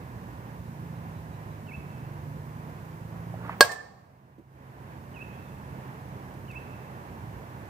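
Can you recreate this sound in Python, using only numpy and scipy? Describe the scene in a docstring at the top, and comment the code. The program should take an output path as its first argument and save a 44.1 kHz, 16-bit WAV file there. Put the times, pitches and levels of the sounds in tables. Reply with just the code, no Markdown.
"""Traffic and a far engine drone over an open field, a bird peeps and chirps, and shoes scuff the dirt.
A metal bat swishes and cracks into a softball: shaped noise for air and contact, ringing modes for the tube.
The ping bends in pitch as the bat swings round; a backstop, a fence and the field throw the blow back.
The blow overloads the camera, whose gain control ducks for about a second; more chirps and scuffs follow."""
import sys
import numpy as np
from scipy import signal
from scipy.fft import rfft, irfft, next_fast_len
from scipy.io import wavfile
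from scipy.ndimage import minimum_filter1d, map_coordinates

SR = 44100
rng = np.random.default_rng(int(sys.argv[2]) if len(sys.argv) > 2 else 0)


def unload_audio(sound):
    """Save the sound as a 16-bit wav file, at the path given as the first command line argument."""
    columns = np.transpose(np.atleast_2d(sound))
    # keep every value between -1 and 1, then stretch to whole-number steps
    steps = np.round(np.clip(columns, -1, 1) * 32767)
    wavfile.write(sys.argv[1], SR, steps.astype(np.int16))


N = 339129
TIME = np.arange(N) / SR
HIT_S = 3.6078  # the moment of contact


def amp(db):
    """Decibels to gain."""
    return 10 ** (np.asarray(db) / 20)


def unit(x):
    """Scale to rms 1."""
    return x / np.sqrt(np.mean(x ** 2) + 1e-20)


def along(points, hz):
    """Read (Hz, value) points on a log frequency axis."""
    point_hz, value = np.transpose(points)
    return np.interp(np.log(hz + 1), np.log(point_hz + 1), value)


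def bell(x, centre, width):
    """A smooth bump of height 1."""
    return np.exp(-((x - centre) / width) ** 2)


def wobble(rate):
    """A smooth random curve with rate knots a second."""
    knots = rng.standard_normal(int(N * rate / SR) + 4)
    return map_coordinates(knots, [TIME * rate])


def phase_of(hz):
    """Phase in radians of a tone that follows a pitch curve."""
    return 2 * np.pi * np.cumsum(hz) / SR


def burst(start, rise, t60):
    """An envelope that swells up to its start time and then dies away."""
    swell = np.exp(np.minimum(TIME - start, 0) / rise)
    return swell * amp(-60 * np.maximum(TIME - start, 0) / t60)


def filtered(x, response):
    """Multiply the spectrum of x by a response of frequency."""
    size = next_fast_len(N + SR // 2)
    spectrum = rfft(x, size) * response(np.fft.rfftfreq(size, 1 / SR))
    return irfft(spectrum, size)[..., :N]


def pan(db):
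    """Left and right gains for a left-right level difference."""
    return amp([[db / 2], [-db / 2]])


def place(x, pan_db, lag_ms):
    """The left microphone hears the sound a little later than the right."""
    shift = lambda hz: np.exp(np.outer([-1, 1], 1j * np.pi * hz * lag_ms / 10 ** 3))
    return pan(pan_db) * filtered(x, shift)


def rush(spectrum, alike):
    """Stereo noise of rms 1: level over frequency, and how alike left and right are."""
    def response(hz):
        turn = np.arccos(np.clip(along(alike, hz), -1, 1)) / 2
        return amp(along(spectrum, hz)) * np.array([np.cos(turn), np.sin(turn)])
    mid, side = filtered(rng.standard_normal((2, N)), response)
    return unit(np.array([mid + side, mid - side]))


def scatter(x, decay, delay):
    """Sound thrown back by many small surfaces, each frequency dying at its own speed."""
    hz, t, grains = signal.stft(rng.standard_normal((2, SR)), SR, nperseg=256)
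    fade = amp(-60 * t / along(decay, hz)[:, None])
    tail = signal.istft(grains * fade, SR, nperseg=256)[1]
    tail = tail / np.linalg.norm(tail[0])
    tail = np.pad(tail, ((0, 0), (int(delay * SR), 0)))
    return signal.fftconvolve(x, tail, axes=1)[:, :N]


# colour of the microphones' hiss: freq_hz, relative_level_db (per Hz)
HISS_COLOUR = [(1000, -12.5), (4000, 0.5), (6000, 1), (9000, -2.5), (12500, 0.5), (15400, 2)]


def hiss():
    """The microphones' own noise, unrelated left and right."""
    return amp(-62) * rush(HISS_COLOUR, [(1000, 0)]) * pan(0.95)


# colour of the low traffic rumble: freq_hz, relative_level_db (per Hz)
RUMBLE_COLOUR = [(20, -43), (38, -21), (58, -4.5), (115, 1), (160, -3.5), (230, -6.5), (330, -18.5),
                 (600, -49)]
# colour of the tyre wash: freq_hz, relative_level_db (per Hz)
TYRE_COLOUR = [(120, -16.5), (300, 1), (450, -1), (650, -2), (1000, -0.5), (1250, -7.5), (1700, -7.5),
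               (2200, -14.5), (2700, -18), (3200, -23.5), (5000, -35), (9000, -45)]
# how alike the traffic is left and right: freq_hz, likeness (0 to 1)
TRAFFIC_LIKENESS = [(100, .98), (250, 0.98), (520, 1), (900, 0.46), (1350, .66), (2000, .3), (3500, 0.035)]
RUMBLE_DB, TYRE_DB = -44, -48.5  # levels at the start
RUMBLE_DB_PER_S, TYRE_DB_PER_S = -0.17, 0.2548  # slow drift


def traffic():
    """Low rumble and tyre wash, as shaped noise, from a road off to the right."""
    rumble_db = RUMBLE_DB + RUMBLE_DB_PER_S * TIME + 0.7 * wobble(10)
    tyre_db = TYRE_DB + TYRE_DB_PER_S * TIME + 0.8 * wobble(9.3)
    rumble = amp(rumble_db) * rush(RUMBLE_COLOUR, TRAFFIC_LIKENESS)
    tyres = amp(tyre_db) * rush(TYRE_COLOUR, TRAFFIC_LIKENESS)
    return place(rumble + tyres, pan_db=-4.0, lag_ms=0.35)


# partials of the engine: order (multiple of the firing rate), relative_level_db
FIRING_ORDERS = [(1, -15.5), (1.5, -14), (2, -1), (2.5, -6.5), (3, 1), (3.5, -8.5), (4, -16.5), (5, -24.5)]
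# resonance of the exhaust: freq_hz, gain_db
EXHAUST_RESONANCE = [(50, -9.5), (100, -6.5), (130, 0), (170, -5), (195, -13.5), (330, -10.5)]
FREE_HZ = 64.55  # firing rate when running free
SAG_HZ, SAG_AT_S, SAG_S = 15.9, 2.06, 1.46  # sag under load: depth, deepest moment, width
OVERSHOOT_HZ, OVERSHOOT_AT_S, OVERSHOOT_S = 3.1, 4.62, 0.85  # it races as the load comes off
ENGINE_DB, LOAD_DB_PER_HZ = -44, 0.2022  # base level when free, rise as it is dragged down
BOOM_HZ, BOOM_WIDTH_HZ, BOOM_DB = 56.4, 2.4, 5  # the firing rate at which it booms


def engine():
    """A far engine sags, overshoots and settles; its orders slide through the exhaust's resonance."""
    sag_hz = SAG_HZ * bell(TIME, SAG_AT_S, SAG_S)
    overshoot_hz = OVERSHOOT_HZ * bell(TIME, OVERSHOOT_AT_S, OVERSHOOT_S)
    firing_hz = FREE_HZ - sag_hz + overshoot_hz
    load_db = LOAD_DB_PER_HZ * (FREE_HZ - firing_hz)
    engine_db = ENGINE_DB + load_db + BOOM_DB * bell(firing_hz, BOOM_HZ, BOOM_WIDTH_HZ)
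    phase = phase_of(firing_hz * (1 + 0.0025 * wobble(6.8)))
    drone = 0
    for order, order_db in FIRING_ORDERS:
        exhaust_db = along(EXHAUST_RESONANCE, order * firing_hz)
        level = amp(engine_db + order_db + exhaust_db + 1.6 * wobble(4))
        drone = drone + level * np.sin(order * phase + 0.087 * wobble(15))
    return place(drone, pan_db=-3.0, lag_ms=0.31)


# chirps: start_s, level_db (before accents), time_stretch, lowest_hz (before lingering), dip_accent_db
CHIRP_CALLS = [(1.665, -54.5, 0.96, 2150, 10), (5.138, -52, 0.96, 2280, -1), (6.478, -52, 1.1, 2100, -1)]
# fainter birds: centre_s, level_db, pitch_hz (before a slight waver)
PEEP_CALLS = [(.68, -73, 3880), (.97, -73, 3900), (1.17, -72, 3900), (1.34, -69.5, 3900), (1.52, -71, 3900),
              (5.349, -67, 3275), (5.478, -69, 3570)]
START_HZ, NOTE_HZ = 3100, 2620  # first pitch before lingering; the note the chirp settles on
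FALL_S, RETURN_S = 0.057, 0.0193  # slide down and slide back, before the time stretch
CHIRP_S, EDGE_S = 0.1, 0.0059  # length and fade at each end, before the time stretch
LINGER, LINGER_WIDTH_HZ = 0.54, 260  # pitch is drawn to the note: share, range
NOTE_DB, NOTE_WIDTH_HZ, SWELL_DB_PER_S = 9.5, 80, 72  # louder on the note, and towards the end
PEEP_S = 0.048  # full width of the peep's bell


def chirps():
    """A whistle slides down and back up to its note, loudest near the note."""
    song = 0
    for start_s, level_db, stretch, lowest_hz, dip_db in CHIRP_CALLS:
        age = np.clip((TIME - start_s) / stretch, 0, CHIRP_S)
        hz = np.interp(age, [0, FALL_S, FALL_S + RETURN_S], [START_HZ, lowest_hz, NOTE_HZ])
        hz = hz - LINGER * (hz - NOTE_HZ) * bell(hz, NOTE_HZ, LINGER_WIDTH_HZ)
        note_db = NOTE_DB * bell(hz, NOTE_HZ, NOTE_WIDTH_HZ)
        accent_db = note_db + dip_db * bell(age, FALL_S, width=0.0097)
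        swell_db = SWELL_DB_PER_S * (age - FALL_S)
        gate = np.minimum(np.minimum(age, CHIRP_S - age) / EDGE_S, 1)
        whistle = np.sin(phase_of(hz * (1 + 0.013 * wobble(300))))
        song = song + gate * amp(level_db + accent_db + swell_db) * whistle
    return song


def peeps():
    """Other birds farther off: short whistles with a slight waver."""
    song = 0
    for centre_s, level_db, hz in PEEP_CALLS:
        whistle = np.sin(phase_of(hz * (1 + 0.014 * wobble(60))))
        song = song + amp(level_db) * bell(TIME, centre_s, PEEP_S / 2) * whistle
    return song


def birds():
    """Leaves blur the whistles with a short scatter and the woods hold them with a long one."""
    song = place(chirps() + peeps(), pan_db=-7.0, lag_ms=0.018)
    leaves = scatter(song, [(2600, 0.2)], delay=0.004)
    woods = scatter(song, [(2600, 1.26)], delay=0.018)
    return song + amp(-13) * leaves + amp(-5.5) * woods


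# thuds and scuffs on the dirt: peak_s, level_db, centre_hz, rise_s, t60_s, grit_db (at 4 x centre_hz)
DIRT_SCUFFS = [(1.777, -33.5, 165, 0.0074, 0.089, -70), (2.699, -56, 1194, 0.0041, 0.068, -20),
               (3.16, -50.5, 940, 0.045, 0.3, -50), (3.341, -33, 700, 0.0006, 0.024, -42),
               (3.495, -24.5, 1100, .0004, 0.022, -54), (4.384, -28.5, 320, 0.0015, 0.1, -45),
               (6.339, -61, 3000, 0.0019, 0.053, -6.5), (6.514, -55.5, 3520, 0.0021, 0.038, -10)]


def scuffs():
    """Short dull thuds and rubs with grit on top; each one's energy is set by its envelope."""
    dirt = 0
    for peak_s, level_db, hz, rise_s, t60_s, grit_db in DIRT_SCUFFS:
        colour = [(hz / 4, -30), (hz * 0.58, 0), (hz * 1.1, -2), (hz * 4, grit_db), (16000, grit_db - 7.5)]
        envelope = burst(peak_s, rise_s, t60_s)
        energy = np.sqrt(np.mean(envelope ** 2))
        dirt = dirt + amp(level_db) * energy * unit(envelope * rush(colour, [(100, 0.8)]))
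    return dirt * pan(-3.5)


SWISH_S, SWISH_DB, SWISH_HALF_S = 3.477, -43.5, 0.071  # loudest moment, level, time to fall 6 dB
FASTEST_S, FAST_S = 3.515, 0.052  # barrel speed: peak moment, width
SLOW_HZ, FAST_HZ = 450, 1330  # eddy pitch when slow and at the fastest


def swish():
    """Air shed by the barrel swells as it passes and rises in pitch with its speed."""
    swell = 0.5 ** (((TIME - SWISH_S) / SWISH_HALF_S) ** 2)
    level = amp(SWISH_DB + 2.4 * wobble(60)) * swell
    centre_hz = SLOW_HZ + (FAST_HZ - SLOW_HZ) * bell(TIME, FASTEST_S, FAST_S)
    eddies = rush([(10, -2), (500, -1.5), (1100, -8), (2000, -21.5), (6000, -44)], [(100, 0.99)])
    # low noise times a gliding tone makes a band of noise round the eddy pitch
    air = unit(eddies * np.cos(phase_of(centre_hz)))
    return place(level * air, pan_db=-5.0, lag_ms=0.15)


def thock(db, squash_s):
    """The ball is squashed and springs back: one push of air and its suction."""
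    u = np.maximum(TIME - HIT_S, 0) / squash_s
    return amp(db) * (TIME >= HIT_S) * (1 - u) * np.exp(-u) * pan(-1.3)


# colour of the contact: freq_hz, relative_level_db (per Hz)
CRACK_COLOUR = [(40, -38), (200, -17.5), (330, -8), (480, 7), (750, 0.5), (1000, 5.5), (1400, -6.5),
                (2300, -2.5), (4000, -2), (6500, -7.5), (9000, -8), (9900, -23), (11000, -17.5),
                (15000, -14.5)]


def crack():
    """Noise of the contact itself, then of dense short-lived wall modes and spray off the ground."""
    struck = TIME >= HIT_S
    contact = amp(-3.5) * struck * burst(HIT_S, 1, t60=0.017)
    wall_and_spray = amp(-18.0) * struck * burst(HIT_S, 1, t60=0.15)
    return (contact + wall_and_spray) * rush(CRACK_COLOUR, [(400, 0.41), (2500, 0.23), (6000, 0.077)])


ROUND_AFTER_S, ROUND_S = 0.087, 0.003  # the barrel comes round the batter: when, how suddenly
LOBES_PER_S, SPIN_DOWN_S = 16.2, 0.4  # the slowing turn: rate at the first null, time constant
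END_ON_AFTER_S, NULL_SHARE = 0.073, 0.05  # first null after contact, gain left in a null
PING_DB, PING_T60_S, PING_FLUTTER_DB = -17.5, 0.76, 3.2  # the main mode's long after-ring
SHADOW_AFTER_S, SHADOW_S, SHADOW_DB = 0.222, 0.008, -9  # behind the batter's back: when, speed, loss


def after_ring_gain(age):
    """The bat comes round the batter, its turn sweeps lobes past the camera, then his body shades it."""
    passed = lambda when, width: (1 + np.tanh((age - when) / width)) / 2
    lobes = LOBES_PER_S * SPIN_DOWN_S * (1 - np.exp((END_ON_AFTER_S - age) / SPIN_DOWN_S))
    facing = NULL_SHARE + np.abs(np.sin(np.pi * lobes)) ** 0.5
    db = PING_DB + PING_FLUTTER_DB * wobble(90) + SHADOW_DB * passed(SHADOW_AFTER_S, SHADOW_S)
    return passed(ROUND_AFTER_S, ROUND_S) * facing * amp(db) * burst(HIT_S, 1, PING_T60_S)


# short ball resonances and long bat modes: pitch_hz (at contact), level_db, t60_s, left_right_db
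BAT_MODES = [(470, -9, .03, 0), (590, -9.5, .08, -2.5), (740, -4, .014, -3), (905, -18, .06, -3),
             (1088, -7, .07, -2), (1624, -5.5, .25, -4.5), (2137, -23, .06, -4), (2550, -5, .008, -2),
             (4393, -10, .08, 4), (4590, -12, .07, 2), (5048, -17, .1, -3), (5766, -28, .09, 2),
             (8400, -13, .06, 9), (8748, -22, .075, 5), (9222, -24, .08, 2), (10400, -28, .08, 0),
             (11180, -33, .09, 1), (13485, -21, .06, 7), (14180, -23, .07, 3), (15220, -26, .08, 1)]
# pitch bend of the follow-through: time_s, bend_hz (only its ratio to the first row is used)
SWING_BEND = [(3.61, 1614), (3.672, 1638), (3.694, 1786), (3.72, 1783), (3.744, 1747), (3.834, 1750),
              (3.844, 1791), (3.93, 1794)]
PING_HZ = 1624  # main mode at contact
TURN_AWAY_DB_PER_S = 260  # extra fade as the barrel turns away after contact
FLASH_AFTER_S, FLASH_S, FLASH_DB = 0.0205, 0.0037, -1.5  # its loud side sweeps once over the camera


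def bat_ring():
    """The ringing tube swings away from the camera and then towards it, bending every mode alike."""
    bend_s, bend_hz = np.transpose(SWING_BEND)
    bend = np.interp(TIME, bend_s, bend_hz) / bend_hz[0]
    struck = TIME >= HIT_S
    age = np.maximum(TIME - HIT_S, 0)
    heard_age = np.cumsum(bend * struck) / SR  # time since contact as the bent pitch counts it
    beam = amp(-TURN_AWAY_DB_PER_S * age) + amp(FLASH_DB) * bell(age, FLASH_AFTER_S, FLASH_S)
    ring = 0
    for hz, level_db, t60_s, side_db in BAT_MODES:
        mode = struck * burst(HIT_S, 1, t60_s) * np.cos(2 * np.pi * hz * heard_age)
        ring = ring + pan(side_db) * amp(level_db) * mode
    ping = after_ring_gain(age) * np.cos(2 * np.pi * PING_HZ * heard_age)
    return place(beam * ring + pan(-9.0) * ping, pan_db=-0.5, lag_ms=0.017)


# echo delays: backstop_s, fence_s
ECHO_DELAYS = [.037, .107]
# dying away over the field: freq_hz, t60_s
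FIELD_DECAY = [(150, 0.85), (600, 1.6), (1100, 1.1), (2600, .9), (5000, 0.88), (9000, 0.67), (11000, .33),
               (15000, 0.4)]
# what the surroundings throw back: freq_hz, gain_db
REFLECTED_COLOUR = [(200, -3), (400, -1), (600, 3.5), (800, 5.5), (1100, 3), (1500, 0), (2300, 0.5),
                    (3300, -6), (4500, -2.5), (7000, 1), (11000, 1.5)]


def surroundings(ring, snap):
    """The backstop and the fence answer the blow, and it washes long over the field."""
    near_s, far_s = ECHO_DELAYS
    backstop = scatter(snap + amp(-6.5) * ring, [(500, 0.13), (4500, 0.05), (10000, 0.06)], delay=near_s)
    fence = scatter(snap + amp(-18) * ring, [(900, 0.065), (8000, 0.11)], delay=far_s)
    wash = scatter(snap + amp(-9) * ring, FIELD_DECAY, delay=0.016)
    answers = amp(-20.5) * backstop + amp(-18.0) * fence + amp(-14.0) * wash
    return filtered(answers, lambda hz: amp(along(REFLECTED_COLOUR, hz)))


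def hit():
    """The blow: the ball's push of air, the ringing bat, the crack and the answers around."""
    ring = bat_ring()
    snap = crack()
    return thock(db=-7.5, squash_s=0.00013) + ring + snap + surroundings(ring, snap)


def scene():
    """Everything on the field, over the microphones' own hiss."""
    background = hiss() + traffic() + engine() + birds()
    return background + scuffs() + swish() + hit()


def gain_control(x, limit_db, hold, attack, release):
    """A loud peak turns the gain down; it is held there and then creeps back (times in s)."""
    peak_db = 20 * np.log10(np.abs(x).max(axis=0) + 1e-9)
    need_db = np.minimum(limit_db - peak_db, 0)
    size = int(hold * SR) // 2 * 2 + 1
    held_db = minimum_filter1d(need_db, size, origin=size // 2, mode="constant")
    lag = lambda tau: signal.lfilter([1 / (tau * SR)], [1, 1 / (tau * SR) - 1], held_db)
    return x * amp(np.minimum(lag(attack), lag(release)))


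def record(dry):
    """The camera rounds off overloads, cuts the deepest bass, ducks its gain and limits the treble."""
    low_cut_hz, top_hz = 45, 15550
    clipped = dry / (1 + np.abs(dry) ** 6) ** (1 / 6)
    thin = signal.sosfilt(signal.butter(3, low_cut_hz, "high", fs=SR, output="sos"), clipped)
    ducked = gain_control(thin, limit_db=-14.0, hold=0.84, attack=0.15, release=0.29)
    return filtered(ducked, lambda hz: hz < top_hz)


dry = scene()
out = record(dry)
unload_audio(out)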